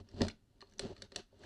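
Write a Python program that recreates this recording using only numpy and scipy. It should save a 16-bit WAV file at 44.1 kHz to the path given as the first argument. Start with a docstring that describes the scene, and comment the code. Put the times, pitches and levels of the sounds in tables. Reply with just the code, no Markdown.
"""The lid of a plywood flight case with metal edging is eased into place on a wooden studio floor.
The edging ticks and snaps where its tongue meets the groove: rebounding touches ring metal modes.
The panels knock hollowly as pushes excite their modes, and rumble while random slips slide the lid.
A damped room answers briefly as decaying noise, over a faint hush of shaped steady noise; its
swelling tail after the snap at 1.16 s is played by the slips too."""
import sys
import numpy as np
from scipy import signal
from scipy.fft import rfft, irfft
from scipy.io import wavfile

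SR = 44100
rng = np.random.default_rng(int(sys.argv[2]) if len(sys.argv) > 2 else 0)


def transcribe(signal):
    """Save signal, clipped to [-1, 1], as a 16-bit WAV file at the path in sys.argv[1]."""
    frames = np.atleast_2d(signal).T
    limited = np.clip(frames, -1, 1)
    pcm = np.round(limited * 32767).astype(np.int16)
    wavfile.write(sys.argv[1], SR, pcm)


N = 63945  # length in samples

# Modes of the metal edging. Each row: frequency in Hz, relative level in dB,
# unscaled decay time t60 in seconds.
EDGING_MODES = [(1163,-8,0.021),(1810,2,0.0071),(2388,-2.5,0.01),(2924,-2,.015),(3530,-4.5,0.018),(4090,0,0.017),(4403,1,.012),(4986,-2,0.0086),
                (5540,-7,0.018),(6060,-3.5,0.0082),(7160,-8.5,0.01),(7740,-6.5,0.0094),(8370,-10,0.0064),(9380,-9.5,0.00492)]
# Modes of the hollow case. Each row: frequency in Hz, relative level in dB,
# unscaled decay time t60 in seconds.
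PANEL_MODES = [(32.8,-15,0.11),(92.3,-2,0.058),(153,-51,0.033),(177.4,-27.5,0.28),(224,0,0.055),(276.3,-4.5,0.09),(391,5,0.067),(544.5,-0.5,0.049),(616,1,0.031),(708,-3.5,0.056),(916,5,0.013),(1070,-29.5,.03)]

BOOM_HZ, HOLLOW_HZ = 130, 320  # upper limits of the deep boom and of the hollow middle
LOW_RING_HZ, TOP_HZ = 3200, 5200  # the metal's low ring lies below, its top above
FAVOUR_OCTAVES = 0.11  # standard deviation of the favoured pitch region

# Sliding
GRAINS_PER_S, GRAIN_SPREAD_DB = 5300, 2  # mean slip rate; scale of the exponential spread in size
RUB_CUT_HZ, RUMBLE_CUT_HZ = 8300, 900  # rubbing is duller than a blow
RUB_T60_SHARE, RUB_HZ, RUB_FAVOUR_DB = 0.4, 4590, 2.5  # held metal rings shorter, near one pitch
RUMBLE_T60_SHARE = 1.2

# Blows
STRIKE_OFFSET_DB = -6.5  # common to touches and knocks
BOOM_SWELL_T60_S = 0.15  # the air in the case takes up the blow slowly
REBOUNDS, REBOUND_GAP_S = 3, 0.0013  # nominal gap, varied at random
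REBOUND_DB, REBOUND_DULL_DB_PER_KHZ = -1, -0.2336  # change at each rebound, ever duller
LIGHT_TOUCH_LOSS, HARD_BLOW_DB = 0.051, -30  # extra rebound loss, dB per dB under a hard blow
STRIKE_SPREAD_DB = 1  # standard deviation of each mode's strength
SCATTER_T60_SHARE = 0.32  # reflections blur the ring of the metal

# Room, hush and microphone
ROOM_T60_S, ROOM_GAP_S, ROOM_RISE_S, ROOM_DB = 0.2, 0.0017, 0.004, -7.5
TREBLE_T60_S, TREBLE_HZ, WALL_CUT_HZ = 0.13, 5500, 18300  # the room's treble dies sooner
PANEL_ROOM_DB = -4  # the padded walls return less of the knocks
HUSH_DB = -70.5  # rms level
MIC_ROLL_HZ, CUTOFF_HZ = 11340, 16000


def amp(db):
    """Amplitude ratio of a level: 20 dB is a factor of ten."""
    return 10 ** (np.asarray(db) / 20)


def rms_one(x):
    """Normalisation of the mean power to one."""
    return x / np.sqrt(np.mean(x ** 2) + 1e-20)


def ring(x, hz, t60):
    """Damped resonance: a unit click sets off a decaying sine of initial envelope 1."""
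    radius = amp(-60 / (max(t60, 0.002) * SR))
    w = 2 * np.pi * hz / SR
    tiny = 1e-18  # keeps the filter away from denormal numbers
    return signal.lfilter([0, np.sin(w)], [1, -2 * radius * np.cos(w), radius * radius], x + tiny)


def soften(x, hz):
    """First-order relaxation applied twice: two one-pole low-passes."""
    r = np.exp(-2 * np.pi * hz / SR)
    return signal.lfilter([(1 - r) ** 2], [1, -2 * r, r * r], x)


def favour(hz, spot_hz, db):
    """Modal coupling: gain in dB that a struck spot lends to a mode near its own pitch."""
    octaves = np.log2(hz / spot_hz)
    return db * np.exp(-0.5 * (octaves / FAVOUR_OCTAVES) ** 2)


def hush():
    """Stationary noise of room and microphone: white noise weighted by a spectral envelope."""
    # Spectral envelope. Each row: frequency in Hz, relative level in dB.
    envelope = [(12, -47), (20, -2.5), (60, -6.5), (93, -8.5), (146, -15), (227, -20), (336, -21.5),
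                (425, -27), (1060, -36.5), (1570, -38), (2150, -42), (3810, -40), (10300, -46),
                (13400, -40.5), (22000, -120)]
    hz, db = np.transpose(envelope)
    grid = np.fft.rfftfreq(N, 1 / SR) + 1  # avoids the logarithm of zero
    gain = amp(np.interp(np.log(grid), np.log(hz), db))
    noise = irfft(rfft(rng.standard_normal(N)) * gain, N)
    return amp(HUSH_DB) * rms_one(noise)


def grit():
    """Stick-slip friction as dense random impulses of uneven size and either sign."""
    sizes_db = GRAIN_SPREAD_DB * np.minimum(rng.exponential(1, N), 5)
    sizes = amp(sizes_db) * rng.choice([-1, 1], N)
    return sizes * (rng.random(N) < GRAINS_PER_S / SR)


def sliding():
    """Friction excitation of resonators: slips along the rim excite the metal and the panels."""
    # Course of the rubbing and rumble, with the room's swelling tail after the snap at 1.16 s.
    # Each row: time in seconds, rms level of the metal part in dB, rms level of the upper
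    # panel modes in dB, boom and hollow middle against those modes in dB.
    rub_and_rumble = [(0,-60.5,-45,-10.5),(0.028,-84.5,-79,10.5),(0.102,-74.5,-68,-5),(0.137,-73,-65.5,10.5),(0.202,-58,-47,3),(0.239,-50,-45,8),(.29,-66,-52,-6),(0.319,-80,-62.5,-1),(0.333,-106,-79.5,7),(.38,-86,-83,7),(0.452,-91.5,-96.5,12.5),(0.542,-86,-76,1),(0.599,-86,-76,2.5),(.63,-79,-74.5,-3),
                      (.67,-79,-75,2),(0.772,-81,-72.5,0.5),(0.822,-56,-55.5,7),(0.858,-57,-45,2),(0.883,-62.5,-54,-3),(0.926,-65,-51.5,-1),(0.948,-73.5,-71.5,4),(1.052,-67.5,-65,2.5),(1.09,-85,-84,-14),(1.151,-69.5,-63.5,-21),(1.168,-63,-53,-10),(1.199,-56.5,-53,-6.5),
                      (1.224,-69.5,-75,4.5),(1.28,-88.5,-96,3),(1.336,-80.5,-71.5,1.5),(1.383,-75.5,-72,-3.5),(1.409,-70.5,-60.5,-4),(1.45,-62.5,-54.5,-6)]
    s, *columns = np.transpose(rub_and_rumble)
    t = np.arange(N) / SR
    metal_db, panel_db, deep_db = [np.interp(t, s, column) for column in columns]

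    slips = soften(grit(), RUB_CUT_HZ)
    metal = np.zeros(N)
    for k, (hz, db, t60) in enumerate(EDGING_MODES):
        gain = (-1) ** k * amp(db + favour(hz, RUB_HZ, RUB_FAVOUR_DB))
        metal += gain * ring(slips, hz, RUB_T60_SHARE * t60)

    slips = soften(grit(), RUMBLE_CUT_HZ)
    low, high = np.zeros(N), np.zeros(N)
    for k, (hz, db, t60) in enumerate(PANEL_MODES):
        part = low if hz < HOLLOW_HZ else high
        part += (-1) ** k * amp(db) * ring(slips, hz, RUMBLE_T60_SHARE * t60)
    rumble = rms_one(high) + amp(deep_db) * rms_one(low)
    return amp(metal_db) * rms_one(metal) + amp(panel_db) * rumble


def knocks():
    """Impact on a modal body: rounded pushes, shorter when harder; the deepest modes swell in."""
    # Blows on the panels. Each row: start in seconds, level in dB, hardness as low-pass in Hz,
    # deep boom against it in dB, hollow middle against it in dB,
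    # pitch that the spot favours in Hz, by how much in dB.
    blows = [(.001,-43,387,8.5,1.5,412,-8),(0.137,-40,290,8,-13.5,290,24),(0.2066,-27,930,-21,6,283,7.5),(0.2156,-19,673,-2.5,2.5,220,2.5),(.248,-36,940,9.5,2,626,4.5),(0.284,-49,1180,4,11,860,0.5),(0.503,-73.5,202,6,-15,34.8,26.5),
             (0.616,-69,900,-11,-16,395,1),(0.625,-52.5,1570,-14,-17,1007,17),(0.795,-38.5,1260,-9,-2.5,525,9),(0.834,-36.5,486,2.5,-14,403,4.5),(.853,-37.5,513,0,6.5,395,-9),(0.902,-41,486,3.5,-1.5,397,4.5),(.982,-47,310,7.5,-9,181,1),(1.021,-52,1200,-6,1,531,11),
             (1.120,-52.5,1220,-23,5,550,7.5),(1.160,-41,1290,0.5,-12,680,8),(1.326,-59.5,890,-12,-18,572,13.5),(1.405,-56,600,10.5,-4,380,3),(1.44,-56,1160,15.5,-14,395,4.5)]
    click = np.zeros(2000)
    click[0] = 1
    out = np.zeros(N)
    for k, (hz, mode_db, t60) in enumerate(PANEL_MODES):
        force = np.zeros(N + len(click))
        for s, db, hard_hz, boom_db, hollow_db, spot_hz, spot_db in blows:
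            part_db = boom_db if hz < BOOM_HZ else hollow_db if hz < HOLLOW_HZ else 0
            size = amp(db + STRIKE_OFFSET_DB + part_db + favour(hz, spot_hz, spot_db))
            force[int(s * SR):][:len(click)] -= size * soften(click, hard_hz)
        if hz < BOOM_HZ:
            force = ring(force, hz, BOOM_SWELL_T60_S) * 30 / (BOOM_SWELL_T60_S * SR)
        out += (-1) ** k * amp(mode_db) * ring(force[:N], hz, t60)
    return out


def room(x):
    """Diffuse reverberation: noise that starts after a gap, swells and dies, the treble first."""
    t = np.arange(SR // 2) / SR
    late = np.maximum(t - ROOM_GAP_S, 0)
    noise = soften(rng.standard_normal(len(t)), WALL_CUT_HZ)
    low = signal.sosfilt(signal.butter(2, TREBLE_HZ, fs=SR, output="sos"), noise)
    high = signal.sosfilt(signal.butter(2, TREBLE_HZ, "high", fs=SR, output="sos"), noise)
    decaying = low * amp(-60 * late / ROOM_T60_S) - high * amp(-60 * late / TREBLE_T60_S)
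    echo = (1 - np.exp(-late / ROOM_RISE_S)) * decaying
    echo /= np.sqrt(np.sum(echo ** 2))  # unit energy
    return amp(ROOM_DB) * signal.fftconvolve(x, echo)[:N]


def edging():
    """Repeated impact on metal modes: touches rebound; returns the direct and the blurred ring."""
    # Touches of the edging. Each row: start in seconds, level in dB, low ring against it in dB,
    # top against it in dB, pitch that the spot favours in Hz, by how much in dB.
    touches = [(0.088,-62.5,4,5,5260,13.5),(0.1143,-61.5,-6,-1,1690,15.5),(.1436,-63,-5,0,4500,9),(0.182,-56,-8,-15,4730,11),(0.2076,-43,6.5,-22,1860,5),(0.217,-28,-3,-1.5,4820,7),
               (0.2484,-45.5,1,-3,4410,5),(0.2678,-44,-2,-10,9300,14),(0.283,-36,-4,3.5,1780,8),
               (.299,-50.5,5,-4,2600,21),(0.307,-49,-9,-17,2900,5.5),(0.3125,-48,-25,-10,2460,21),(0.322,-71,-4,-8,3600,10),(.582,-70.5,-3.5,-12,4220,-10),(0.6067,-48,-6.5,-8,1780,5.5),
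               (0.6152,-52.5,0.5,-1.5,4300,11),(0.623,-57.5,6.5,-2,1260,24),(.671,-64,-22,-13,4330,5),
               (.6968,-68,-3,6.5,6200,5),(0.7118,-71,-2,7,6200,9),(.723,-61.5,-8.5,0,1710,18),(.7362,-64.5,3,6,6350,14),(.7829,-57,-27,-0.5,5920,20.5),(0.7937,-29,-4,2,8600,6),(0.9647,-52,1.5,-6,4170,0.5),(.979,-58,-1,-3,4450,6),
               (1.0207,-35.5,-11.5,-2.5,1780,10),(1.1195,-47,-1.5,-4.5,4240,1.5),(1.1462,-57,1,-11,1790,3),(1.1599,-29,-7.5,3,2755,10),(1.3926,-73.5,-13,12.5,8000,6),(1.4373,-64,8,9,1720,17)]
    spread = rng.standard_normal((len(touches), len(EDGING_MODES)))
    gaps = REBOUND_GAP_S * rng.uniform(0.76, 1.3, (len(touches), REBOUNDS))
    lags = np.cumsum(gaps, axis=1)
    s, db, low_db, top_db, spot_hz, spot_db = np.transpose(touches)
    touch_loss_db = LIGHT_TOUCH_LOSS * (db - HARD_BLOW_DB)
    direct, blurred = np.zeros(N), np.zeros(N)
    for k, (hz, mode_db, t60) in enumerate(EDGING_MODES):
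        colour_db = low_db if hz < LOW_RING_HZ else top_db if hz > TOP_HZ else 0
        spot_gain_db = favour(hz, spot_hz, spot_db)
        size = amp(db + colour_db + spot_gain_db + STRIKE_SPREAD_DB * spread[:, k])
        rebound_db = REBOUND_DB + touch_loss_db + REBOUND_DULL_DB_PER_KHZ * hz / 1000
        force = np.zeros(N + SR)  # room for late rebounds
        for count, lag in enumerate([0, *lags.T]):
            force[((s + lag) * SR).astype(int)] += size * amp(count * rebound_db)
        gain = (-1) ** k * amp(mode_db + STRIKE_OFFSET_DB)
        direct += gain * ring(force[:N], hz, t60)
        blurred += gain * ring(force[:N], hz, SCATTER_T60_SHARE * t60)
    return direct, blurred


def scene():
    """Superposition of the direct hits, their room, the rubbing and rumble, and the hush."""
    metal, blurred = edging()
    wood = knocks()
    echo = room(blurred + amp(PANEL_ROOM_DB) * wood)
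    mix = metal + wood + echo + sliding() + hush()
    return mix[None]  # one channel


def record(dry):
    """Band limitation: the microphone rolls off the treble and a steep low-pass cuts the top."""
    dull = signal.sosfilt(signal.butter(4, MIC_ROLL_HZ, fs=SR, output="sos"), dry)
    return signal.sosfilt(signal.cheby2(12, 70, CUTOFF_HZ, fs=SR, output="sos"), dull)


dry = scene()
out = record(dry)
transcribe(out)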